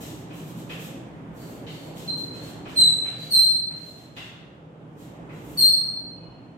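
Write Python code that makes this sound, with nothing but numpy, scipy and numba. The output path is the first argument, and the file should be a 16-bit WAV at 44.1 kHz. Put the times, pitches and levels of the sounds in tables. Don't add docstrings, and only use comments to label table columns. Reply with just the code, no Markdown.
import sys
import numpy as np
from scipy import signal
from scipy.fft import rfft, irfft
from scipy.io import wavfile
from scipy.ndimage import uniform_filter1d
from numba import njit

SR = 44100
rng = np.random.default_rng(int(sys.argv[2]) if len(sys.argv) > 2 else 0)


def wav_record(signal):
    frames = np.transpose(np.atleast_2d(signal))
    bounded = np.clip(frames, -1, 1)
    quanta = np.round(bounded * 32767).astype(np.int16)
    wavfile.write(sys.argv[1], SR, quanta)


N = 289886


def undb(db):
    return 10 ** (np.asarray(db) / 20)


def unit_rms(x):
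    return x / np.sqrt(np.mean(x ** 2))


def log_interp(table, hz):
    f, value = np.transpose(table)
    return np.interp(np.log(np.maximum(hz, 1)), np.log(f), value)


def wander(rate_hz):
    hold = int(SR / rate_hz)
    steps = np.repeat(rng.standard_normal(N // hold + 1), hold)
    return 1.3 * uniform_filter1d(uniform_filter1d(steps, hold), hold)[:N]


def diffuse_field(size):
    spacing_m, sound_m_s = 0.16, 343
    hz = np.arange(size // 2 + 1) * SR / size
    mid, side = rfft(rng.standard_normal((2, size)))
    coherence = 0.97 * np.sinc(2 * hz * spacing_m / sound_m_s)
    return hz, np.sqrt((1 + coherence) / 2) * mid + np.sqrt((1 - coherence) / 2) * np.array([side, -side])


def bands(hz):
    for centre_hz in 30 * 2 ** np.arange(0, 9.6, .5):
        yield centre_hz, np.clip(1 - 2 * np.abs(np.log2(np.maximum(hz, 1) / centre_hz)), 0, 1)


def chalk_hiss(t):
    # full contact t/s, length/s, level/dB, change by the end/dB, tilt/(dB/octave)
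    strokes = [ (0, .19, -32.5, -13.5, 0), (0.328, .16, -40.5, -0.5, 0.5), (0.571, .02, -36, -3.5, 1),
               (0.694, .06, -39, -2, 0), (0.793, .06, -34.5, -3.5, 1.5), (1.358, .195, -40, 0.5, 1.5),
               (1.684, .185, -45.5, 1.5, -1.5), (1.963, .09, -37, -4.5, -1), (2.17, .08, -36, -11.5, 1.5),
               (2.338, .03, -45, -1.5, -4), (2.416, .09, -43.5, 0, -1.5), (2.684, .14, -49.5, 6, -4.5),
               (2.866, .09, -41.5, 0.5, -0.5), (3.033, .07, -45, -7, -6), (3.175, .23, -43, -3, -2.5),
               (3.477, .07, -46.5, -11.5, -4), (3.703, .11, -54, 3.5, -3.5), (3.849, .06, -46, 0.5, 0.5),
               (3.973, .05, -44, -5.5, -1.5), (4.166, .1, -45.5, -10, -5), (4.985, .09, -44.5, -8, -0.5),
               (5.319, .1, -52, 6, -2), (5.44, .12, -39, -3, 3.5), (5.569, .07, -35, -18.5, -4.5),
               (5.76, .07, -55.5, -5, -6.5)]
    # f/Hz, density/dB
    grit = [(900, -20), (1500, -8.5), (2300, -11), (3300, -3), (3900, -5), (4450, -10), (5100, -11),
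            (6300, -7.5), (7800, -5.5), (10000, -16.5), (12200, -4.5), (13800, -6), (15500, -11.5)]
    # t/s, level/dB, fade/(dB/s)
    catches = [(1.37, -58, 93.5), (1.68, -59, 39.5), (3.13, -51.5, 41.5)]
    press_db_s, lift_db_s, brighten_db_oct_s = 604.5, 379, 10.5
    stick_hz, stick_sigma_hz = 4460, 200
    start_s, length_s, level_db, change_db, tilt_db_oct = np.transpose(strokes)[:, :, None]
    age_s = t - start_s
    edges_db = press_db_s * np.minimum(age_s, 0) - lift_db_s * np.maximum(age_s - length_s, 0)
    press = undb(level_db + change_db * np.clip(age_s / length_s, 0, 1) + edges_db) + 1e-30
    tilt_db_oct = tilt_db_oct + brighten_db_oct_s * np.clip(age_s, 0, length_s)
    tilt_db_oct = np.sum(press * tilt_db_oct, axis=0) / press.sum(axis=0)
    grains = rfft(rng.standard_normal(N) * undb(2 * rng.exponential(size=N)))
    hz = np.arange(len(grains)) * SR / N
    treble_rms = np.sqrt(np.mean(np.abs(grains[hz > 13700]) ** 2) / N)
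    grains = grains * undb(log_interp(grit, hz)) / treble_rms
    hiss = sum(irfft(grains * band, N) * undb(tilt_db_oct * np.log2(f / 14000))
               for f, band in bands(hz) if f > 600)
    sing = unit_rms(irfft(grains * np.exp(-.5 * ((hz - stick_hz) / stick_sigma_hz) ** 2), N))
    sing_gain = sum((t > s) * undb(db - fade * np.abs(t - s)) for s, db, fade in catches)
    return (hiss * press.max(axis=0) + sing * sing_gain) * undb(2.2 * wander(40))


def rumble(t):
    # f/Hz, density/dB
    spectrum = [(18, -57), (30, -31), (45, -26.5), (59, -13), (80, -17), (100, -14), (122, -1.5),
                (140, -8.5), (158, 3), (180, -6), (230, -9.5), (303, -6), (340, -11), (600, -15.5),
                (2070, -32), (3200, -36.5), (4200, -49), (7650, -53), (15500, -64.5)]
    # t/s, level/dB
    envelope = [(0, -39), (1, -39.5), (2, -38.5), (2.6, -38), (3.5, -41.5), (4.7, -45.5), (5.2, -39.5),
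                (5.6, -38), (5.8, -40), (6.57, -43.5)]
    hz, field = diffuse_field(N)
    field = field * undb(log_interp(spectrum, hz))
    swell_db = 1.2 * wander(0.23)
    noise = sum(irfft(field * band, N) * undb(swell_db + 1.5 * wander(6.5)) for _, band in bands(hz))
    balance_db = np.array([[-.6], [.6]])
    return unit_rms(noise) * undb(np.interp(t, *np.transpose(envelope)) + balance_db)


def chalk_taps():
    # t/s, level/dB, ring f/Hz, thud re ring/dB
    touches = [(0.3035, -27, 2460, 0), (0.6952, -15.5, 2560, -6), (1.6654, -20, 3040, -11),
               (2.6539, -23.5, 2400, 4), (3.051, -21.5, 2287, -2.5), (3.7015, -39, 1980, 14.5),
               (4.1651, -15, 2790, -7), (5.2908, -29.5, 1984, 0.5)]
    # multiple of ring f, width/Hz, level/dB
    modes = [(.75, 600, -5), (1, 355, -2), (1.2, 350, -6), (1.7, 1500, -15), (3.1, 2506, -17.5)]
    out, t = np.zeros(N + 2048), np.arange(2048) / SR

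    def mode(hz, width_hz):
        return np.exp(-np.pi * width_hz * t) * np.sin(2 * np.pi * hz * t)

    thud = mode(650, width_hz=600) + mode(1300, width_hz=920)
    blow = 1 - np.exp(-t / 0.00009)
    for start_s, level_db, ring_hz, thud_db in touches:
        ring = sum(undb(db) * mode(ratio * ring_hz, width_hz) for ratio, width_hz, db in modes)
        i = int(start_s * SR)
        out[i:i + len(t)] += undb(level_db) * blow * (ring + undb(thud_db) * thud)
    return out[:N]


def chalk_squeaks(t):
    # t/s, length/s, bite/s, glide/s, catch f/Hz, settled f/Hz, drift/(Hz/s),
    # level/dB, fade/(dB/s), 2nd partial/dB, 3rd partial/dB
    squeaks = [ (2.073, 0.099, 0.0015, 0.015, 4243, 4073, 898.5, -21.5, 259, -26, -37.5),
               (2.334, 0.11, 0.0062, .02, 4150, 4213, 2001.5, -52, 10.5, -20.5, -31.5),
               (2.754, .12, 0.0078, .035, 4252, 4082, -1100, -10.5, 76.5, -11.5, -23),
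               (3.303, 0.19, 0.0043, 0.038, 4507, 4078, 502.5, -13, 48.5, -12.5, -13.5),
               (5.568, 0.099, 0.0058, .04, 4520, 4186, -100, -11.5, 67.5, -13, -9),
               (5.642, 0.051, 0.002, .03, 4470, 4204, 43, -12.5, 98, -14, -19)]
    release_db_s, dull_db_s = 899.5, 30
    waver, grip_db, rasp = 1 + .003 * wander(250), 1.5 * wander(86), 1 + .022 * wander(1200)
    out = np.zeros(N)
    for (start_s, length_s, bite_s, glide_s, catch_hz, settled_hz, drift_hz_s,
         level_db, fade_db_s, second_db, third_db) in squeaks:
        on = (t >= start_s) & (t < start_s + length_s + .1)
        age_s = t[on] - start_s
        glide = np.clip(1 - age_s / glide_s, 0, 1) ** 1.5
        hz = settled_hz + (catch_hz - settled_hz) * glide + drift_hz_s * age_s
        phase = 2 * np.pi * np.cumsum(hz * waver[on]) / SR
        dull_db = dull_db_s * age_s
        tone = np.sin(phase) + undb(second_db - dull_db) * np.sin(2 * phase)
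        tone += undb(third_db - 2 * dull_db) * np.sin(3 * phase)
        attack = (1 - np.exp(-age_s / bite_s)) ** 2
        envelope_db = level_db - fade_db_s * age_s - release_db_s * np.maximum(age_s - length_s, 0)
        out[on] += np.sqrt(2) * undb(envelope_db + grip_db[on]) * attack * rasp[on] * tone
    return out


def faint_tones(t):
    # start t/s, end t/s, f/Hz, level/dB
    tones = [(6.07, 6.36, 2950, -66), (6.08, 6.36, 2580, -68)]
    warped_s = t + 0.0085 * np.cumsum(wander(60)) / SR
    out = np.zeros(N)
    for start_s, end_s, hz, db in tones:
        swell = np.sin(np.pi * np.clip((t - start_s) / (end_s - start_s), 0, 1)) ** .5
        out += undb(db) * swell * np.sin(2 * np.pi * hz * warped_s)
    return out


def room_response():
    # f/Hz, T60/s
    t60 = [(500, 0.43), (1500, 1.22), (2800, 0.9), (4200, 0.85), (8400, 0.59), (12500, 0.38), (15500, 0.13)]
    size, left_lag = 1 << 16, 16
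    t = np.arange(size) / SR
    hz, field = diffuse_field(size)
    response = sum(irfft(field * band, size) * undb(-60 * t / log_interp(t60, f)) for f, band in bands(hz))
    response *= np.clip(.4 + t / .012, 0, 1)
    response /= np.sqrt(np.mean(np.sum(response ** 2, axis=1)))
    for delay, db in (0, -21), (int(.011 * SR), -16):
        response[0, delay + left_lag] += undb(db)
        response[1, delay] += undb(db)
    return response


@njit
def follow_level(x, attack_s, release_s):
    out, level = np.empty(len(x)), 0.
    for i in range(len(x)):
        level += (x[i] - level) / (SR * (attack_s if x[i] > level else release_s))
        out[i] = level
    return out


def scene():
    t = np.arange(N) / SR
    sources = chalk_hiss(t) + chalk_taps() + chalk_squeaks(t) + faint_tones(t)
    return signal.fftconvolve(sources[None], room_response(), axes=1)[:, :N] + rumble(t)


def record(dry):
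    threshold_db, slope, cutoff_hz = -16, 0.47, 15800
    level = follow_level(np.abs(dry).max(axis=0), attack_s=0.065, release_s=1.2)
    gain = np.minimum(undb(threshold_db) / (level + 1e-9), 1) ** slope
    return signal.sosfilt(signal.ellip(14, .3, 70, cutoff_hz, fs=SR, output="sos"), dry * gain)


dry = scene()
out = record(dry)
wav_record(out)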